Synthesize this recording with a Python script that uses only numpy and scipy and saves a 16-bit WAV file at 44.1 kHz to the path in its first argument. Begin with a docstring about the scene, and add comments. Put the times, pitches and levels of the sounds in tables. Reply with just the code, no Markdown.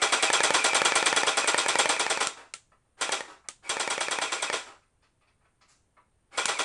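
"""In a room, an electric airsoft rifle fires on full auto at a sticky gel target beside the listener.
For every shot the motor's whine sags under the load of the spring; then the piston slams, and its
impact arrives mostly as reverberation. Pellets thud into the gel close by, and a few crack on hard
plastic. Between bursts, hands knock and rub softly on the gun, over a faint rumble and hiss."""
import sys
import numpy as np
from scipy import signal
from scipy.fft import rfft, irfft
from scipy.io import wavfile

SR = 44100
rng = np.random.default_rng(int(sys.argv[2]) if len(sys.argv) > 2 else 0)


def store_pcm(level_fs):
    """Save levels as 16-bit WAV."""
    pcm = np.round(np.clip(level_fs, -1, 1) * 32767).astype(np.int16)
    wavfile.write(sys.argv[1], SR, np.atleast_2d(pcm).T)


N = 293023
TIME = np.arange(N) / SR
CYCLE_S = 0.104   # nominal period of fire

# trigger pulls: (first slam [s], last slam [s], motor lead [s], last slam to kick-back [s])
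BURSTS = [(0.016, 2.2025, 0.065, 0.16), (3.010, 3.118, 0.042, 0.155), (3.692, 4.526, 0.072, 0.132),
          (6.373, 6.587, 0.066, 0.15)]
# pellets landing in the gel: (time [s], level [dB])
GEL_LANDINGS = [(0.3017, -21.5), (0.4049, -21), (0.5056, -20), (0.733, -26), (0.8178, -20.5), (0.9213, -23),
                (1.027, -23), (1.128, -21), (1.2335, -22), (1.444, -27.5), (1.5445, -20), (1.662, -24.5),
                (1.7558, -22), (1.8571, -22), (1.965, -32.5), (2.065, -25.5), (2.174, -28), (3.093, -28),
                (3.2068, -30.5), (3.7686, -28.5), (3.8764, -27), (3.9794, -28), (4.0838, -28), (4.187, -27),
                (4.5, -26.5)]


def from_db(db):
    """Amplitude ratio of a level in decibels."""
    return 10 ** (np.asarray(db) / 20)


def unit_rms(x):
    """Normalise to an rms of 1."""
    return x / np.sqrt(np.mean(x ** 2) + 1e-20)


def with_energy(x, seconds):
    """Give a transient the energy of a unit-rms signal of the stated duration."""
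    return x * np.sqrt(seconds * SR / (np.sum(x ** 2) + 1e-20))


def at_hz(points, hz):
    """Interpolate on a logarithmic frequency axis."""
    known, values = np.transpose(points)
    return np.interp(np.log(np.maximum(hz, 1)), np.log(known), values)


def add(track, onset_s, sound):
    """Superpose a sound on a track."""
    start = max(int(onset_s * SR), 0)
    track[start:start + len(sound)] += sound[:N - start]


def butter(x, hz, kind, order=2):
    """Butterworth filter: maximally flat in its passband."""
    return signal.sosfilt(signal.butter(order, np.clip(hz, 10, .45 * SR), kind, fs=SR, output="sos"), x)


def convolve(x, response):
    """Output of a linear system, cut to the length of its input."""
    return signal.fftconvolve(x, response)[:len(x)]


def minimum_phase(spectrum, modes=(), size=8192):
    """Minimum-phase impulse response of unit energy: a broad spectrum lifted by resonances."""
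    hz = np.arange(size // 2 + 1) * SR / size
    peaks_db = sum(lift / (1 + (2 * (hz - centre) / width) ** 2) for centre, width, lift in modes)
    cepstrum = irfft(np.log(from_db(at_hz(spectrum, hz) + peaks_db)))
    cepstrum[1:size // 2] *= 2
    cepstrum[size // 2 + 1:] = 0
    response = irfft(np.exp(rfft(cepstrum)))[:size // 2]
    return response / np.linalg.norm(response)


def reflections(size=24576):
    """Diffuse field: dense echoes with a flat spectrum and random phase."""
    return unit_rms(irfft(np.exp(2j * np.pi * rng.random(size // 2 + 1))))


def room_response(pattern, build_s, early_db, early_t60):
    """Reverberation: echoes build up, fall quickly at first, then decay exponentially band by band."""
    # the room's decay: (frequency [Hz], reverberation time [s])
    room_t60 = [(100, 0.21), (400, 0.23), (1200, 0.27), (3000, 0.33), (7000, 0.46), (11000, 0.2)]
    t, spectrum = TIME[:len(pattern)], rfft(pattern)
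    hz = np.fft.rfftfreq(len(pattern), 1 / SR)
    centres, t60s = np.transpose(room_t60)
    out = pattern * from_db(early_db - 60 * t / early_t60)
    for weights, t60 in zip(np.eye(len(centres)), t60s):
        band = irfft(spectrum * at_hz(np.column_stack([centres, weights]), hz))
        out += band * from_db(-60 * t / t60)
    out *= 1 - np.exp(-(t / build_s) ** 1.5)
    return out / np.linalg.norm(out)


def noise_floor(level_db=-70.5):
    """Stationary noise: a faint rumble and a thin electronic hiss."""
    # background spectrum: (frequency [Hz], level [dB])
    spectrum = [(25, -2), (50, -3), (110, -2), (170, -10), (400, -15), (1000, -19.5), (2500, -27),
                (5000, -34.5), (8000, -31), (11000, -31.5)]
    # peak of the hiss: (frequency [Hz], bandwidth [Hz], gain [dB])
    hiss_peak = [(8720, 290, 14)]
    return from_db(level_db) * convolve(rng.standard_normal(N), minimum_phase(spectrum, hiss_peak))


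def slam_times():
    """Periodic motion: the piston's slams are evenly spaced within each burst."""
    return np.concatenate([np.linspace(first, last, round((last - first) / CYCLE_S) + 1)
                           for first, last, *_ in BURSTS])


def rifle_db(time_s):
    """Level envelope common to motor and slams."""
    # the rifle's envelope: (time [s], level [dB])
    levels = [(0, -24), (0.55, -22.5), (1.15, -23.5), (1.3, -25.5), (1.5, -23.5), (1.66, -26), (1.8, -22.5),
              (2.0, -26.5), (2.2, -27), (3.0, -28), (4.4, -30), (6.5, -28.5)]
    return np.interp(time_s, *np.transpose(levels))


def gear_motion(spin_up_s=0.011, swell_s=0.035, run_on_s=0.055, coast_s=0.2, kick_s=0.16):
    """Inertia: the gears spin up, run and coast, until the half-cocked spring drives them back."""
    speed, effort = np.zeros((2, N))   # fractions of full running
    for first, last, lead_s, kick_delay_s in BURSTS:
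        elapsed = np.maximum(TIME - (first - lead_s), 0)
        coast = np.clip(1 - (TIME - last - run_on_s) / coast_s, 0, 1)
        kick = np.interp(TIME - last - kick_delay_s, [0, 0.01, kick_s], [0, 1, 0])
        speed += np.maximum((1 - np.exp(-elapsed / spin_up_s)) * coast, 0.5 * kick)
        effort += (1 - np.exp(-elapsed / swell_s)) * coast ** 2.2 + from_db(-0.5) * kick ** 1.7
    return np.clip(speed, 0, 1), effort


def gearbox(free_hz=2610, loaded_hz=2178, cocking_s=0.06, recovery_s=0.03, take_up_s=0.014):
    """Gear-mesh tone and noise: the whine sags as the spring tightens; the grind dulls as gears slow."""
    # grinding spectrum: (frequency [Hz], level [dB])
    gear_spectrum = [(80, -27), (210, -18), (320, -4), (600, -5), (900, 0.5), (1450, -5), (1900, -6),
                     (2500, -7), (3600, -10.5), (6000, -16), (8500, -15), (11000, -23)]
    # stock resonances driven by the gears: (frequency [Hz], bandwidth [Hz], gain [dB])
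    stock_modes = [(1070, 130, 2), (1390, 210, 8), (1950, 250, 1.5)]
    speed, effort = gear_motion()
    slams = slam_times()
    tension = sum(np.interp(TIME - slam, [-cocking_s, 0, recovery_s], [0, 1, 0]) for slam in slams)
    mesh_hz = speed * (free_hz + tension * (loaded_hz - free_hz))
    # uneven teeth modulate frequency and amplitude
    wobble, flutter = [unit_rms(butter(rng.standard_normal(N), 200, "low")) for _ in range(2)]
    phase = 2 * np.pi * np.cumsum(mesh_hz * (1 + .027 * wobble)) / SR
    tone = unit_rms((np.sin(phase) + from_db(-19) * np.sin(2 * phase)) * (1 + .6 * flutter))
    # the teeth sing loudest while they carry the spring's load
    loaded = sum(np.clip(np.minimum(TIME - slam + cocking_s, slam - TIME) / take_up_s, 0, 1)
                 for slam in slams)
    whine = tone * from_db(-2.5 - 7 * (1 - loaded)) * (speed * effort) ** 2
    noise = convolve(rng.standard_normal(N), minimum_phase(gear_spectrum, stock_modes))
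    dull = butter(noise, 1800, "low", order=1)
    grind = from_db(-2) * (dull + speed * (noise - dull))
    gain = effort * from_db(rifle_db(TIME) - 15)
    return gain * whine, gain * grind


def piston(gain_db=1.23, treble_hz=3500, treble_t60=0.34, rattle_s=0.08, spit_s=0.0015, coherence=0.3):
    """Impact excitation: each slam rattles the gun's resonances and fills the room with echoes."""
    # slam spectrum: (frequency [Hz], level [dB])
    slam_spectrum = [(50, -23), (130, -19.5), (210, -16), (300, -5), (450, -2), (900, -3.5), (1500, -2.5),
                     (2600, -6), (3800, -6), (4800, -8), (6400, -14), (8400, -8), (9600, -15), (11000, -22)]
    # resonances of gearbox shell, stock and barrel: (frequency [Hz], bandwidth [Hz], gain [dB])
    gun_modes = [(443, 35, 6), (535, 52, 3.5), (646.4, 23, 8.5), (804, 50, 8), (971, 79, 4.5),
                 (1049, 120, 6), (1256, 21, 3), (1331, 33, 5.5), (1402, 56, 7), (1435, 21, 6),
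                 (1967, 60, 7.5), (2363, 83, 10), (3124, 130, 1.5), (3330, 120, 10.5), (3676, 27, 9),
                 (4420, 80, -6), (5990, 730, 6.5), (7540, 160, 9)]
    out, walls = np.zeros(N), reflections()
    t = TIME[:len(walls)]
    for slam in slam_times():
        # a shot that reaches the gel is bright and sudden; a misfeed or stray is dull and slow
        clean = any(0 < landing - slam < CYCLE_S for landing, _ in GEL_LANDINGS)
        shot_db, treble_db, swell_s = (0, 5.5, 0.0036) if clean else (-0.38, -2, 0.0055)
        # the gun shifts, so only part of the echo pattern repeats
        pattern = np.sqrt(coherence) * walls + np.sqrt(1 - coherence) * reflections()
        rattle = from_db(2.5 * np.exp(-t / rattle_s) * unit_rms(butter(reflections(), 470, "low")))
        blow = room_response(pattern * rattle, swell_s, early_db=9, early_t60=0.24)
        dull = butter(blow, treble_hz, "low", order=1)
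        # a hard slam is brightest at its start, as air spits from the muzzle
        treble_gain = from_db(0.51 * treble_db * from_db(-60 * t / treble_t60))
        blow = dull + treble_gain * (blow - dull)
        spit = butter(reflections(), [7900, 9600], "band") * t * np.exp(-t / spit_s)
        shot = with_energy(blow, 0.054) + from_db(treble_db - 17) * with_energy(spit, 0.054)
        add(out, slam, from_db(rifle_db(slam) + shot_db + gain_db) * shot)
    return convolve(out, minimum_phase(slam_spectrum, gun_modes))


def board_tock(t, scatter_db=2.5, detune=0.03):
    """Free vibration of damped modes: each point of impact weights and shifts them a little."""
    # modes of the target's face: (frequency [Hz], level [dB], 60 dB decay time [s])
    board_modes = [(190, -23.5, .045), (345, -25, .03), (569, 1.5, 0.037), (720, -13, 0.0069),
                   (923, 3, 0.024), (1150, -11, 0.019), (1350, 0.5, 0.014), (1799, 7, 0.03),
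                   (2180, -3.5, .01), (3180, -4, 0.021)]
    hz, db, t60 = np.transpose(board_modes)[:, :, None]
    strength, shift = rng.standard_normal((2, len(board_modes), 1))
    polarity = (-1) ** np.arange(len(board_modes))[:, None]
    envelopes = from_db(db + scatter_db * strength - 60 * t / t60)
    return np.sum(polarity * envelopes * np.sin(2 * np.pi * hz * (1 + detune * shift) * t), axis=0)


def gel_thuds(snap_t60=0.0069, size=4096):
    """Inelastic collision: a pellet stops in the gel with a push of air, a snap and a tock of the board."""
    out, t = np.zeros(N), TIME[:size]
    push = with_energy(butter(signal.unit_impulse(size), [450, 1300], "band", order=1), 0.02)
    for onset, db in GEL_LANDINGS:
        tock = with_energy(board_tock(t), 0.0056)
        thud = butter(tock + from_db(-7.5) * push, [155, 4500], "band")
        snap = butter(rng.standard_normal(size), [2200, 8200], "band") * from_db(-60 * t / snap_t60)
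        landing = from_db(0.5) * thud + from_db(-14.5) * with_energy(snap, 0.019)
        add(out, onset, from_db(db) * landing)
    return out


def plastic_cracks(crack_t60=0.014, rim_t60=0.06, echo_db=-9.5):
    """Hard contact is brief, hence broadband: a pellet cracks on plastic; the rim rings, the room echoes."""
    # pellet strikes: (time [s], level [dB], rim frequency [Hz], relative rim level [dB])
    strikes = [(2.2711, -25.5, 1353, -8), (2.5384, -31.5, 1340, -10), (3.4865, -31, 1240, -11),
               (6.4561, -21.5, 1115, -17.5)]
    # spectrum of struck plastic: (frequency [Hz], level [dB])
    plastic_spectrum = [(60, -24), (300, -11), (900, -7), (1600, -6.5), (3300, -4.5), (5200, -8.5),
                        (7300, -3), (9000, -3.5), (11000, -21)]
    out, plastic = np.zeros(N), minimum_phase(plastic_spectrum)
    for onset, db, rim_hz, rim_db in strikes:
        echo = room_response(reflections(), build_s=0.005, early_db=14.5, early_t60=0.15)
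        t = TIME[:len(echo)]
        direct = with_energy(reflections() * from_db(-60 * t / crack_t60), 0.0073)
        crack = convolve(direct + from_db(echo_db) * with_energy(echo, 0.0082), plastic)
        rim = with_energy(np.sin(2 * np.pi * rim_hz * t) * from_db(-60 * t / rim_t60), 0.008)
        add(out, onset, from_db(db) * (crack + from_db(rim_db) * rim))
    return out


def handling(gain_db=1.5, size=8192):
    """Friction noise: hands on trigger, grip and stock give soft knocks and short rubs."""
    # touches: (time [s], level [dB], low-pass cutoff [Hz], duration [s])
    touches = [(2.716, -63, 2180, 0.0065), (2.812, -89, 3500, 0.0047), (2.843, -80, 1310, 0.011),
               (3.438, -62.5, 1700, 0.019), (4.818, -72, 2810, 0.017), (5.02, -67, 3940, 0.028),
               (5.206, -70, 2990, 0.032), (5.268, -69.5, 3430, 0.022), (5.407, -73, 2200, .02),
               (5.442, -69.5, 2570, 0.016), (5.607, -62.5, 5000, 0.023), (5.677, -62.5, 11000, 0.054),
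               (5.965, -59.5, 1680, .014)]
    # rubbing spectrum: (frequency [Hz], level [dB])
    rub_spectrum = [(100, -9), (500, -7.5), (1000, 0.5), (2200, -8), (3500, -5.5), (7000, -0.5),
                    (11000, -9.5)]
    # resonances of the grip: (frequency [Hz], bandwidth [Hz], gain [dB])
    grip_modes = [(1310, 300, 3), (2220, 660, 7)]
    out, t, grip = np.zeros(N), TIME[:size], minimum_phase(rub_spectrum, grip_modes)
    for onset, db, cutoff_hz, length_s in touches:
        friction = rng.standard_normal(size) * np.sqrt(t) * np.exp(-2 * t / length_s)
        rub = butter(convolve(friction, grip), cutoff_hz, "low", order=3)
        add(out, onset, from_db(db + gain_db) * with_energy(rub, 0.04))
    return out


def scene():
    """Direct-to-reverberant ratio: the far gun arrives through the room; the near target is almost dry."""
    whine, grind = gearbox()
    far = room_response(reflections(), build_s=0.0013, early_db=2, early_t60=0.16)
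    near = room_response(reflections(), build_s=0.016, early_db=-2.5, early_t60=0.11)
    diffuse = convolve(grind + handling() + from_db(-1) * whine, far)
    rifle = piston() + diffuse + from_db(5) * whine + from_db(-2) * grind
    thuds = gel_thuds()
    target = thuds + from_db(-9.5) * convolve(thuds, near)
    return (noise_floor() + rifle + target + plastic_cracks())[None]


def record(dry, cutoff_hz=11150):
    """Band limiting: an elliptic low-pass cuts the top of the treble steeply."""
    return signal.sosfilt(signal.ellip(12, .2, 75, cutoff_hz, fs=SR, output="sos"), dry)


dry = scene()
out = record(dry)
store_pcm(out)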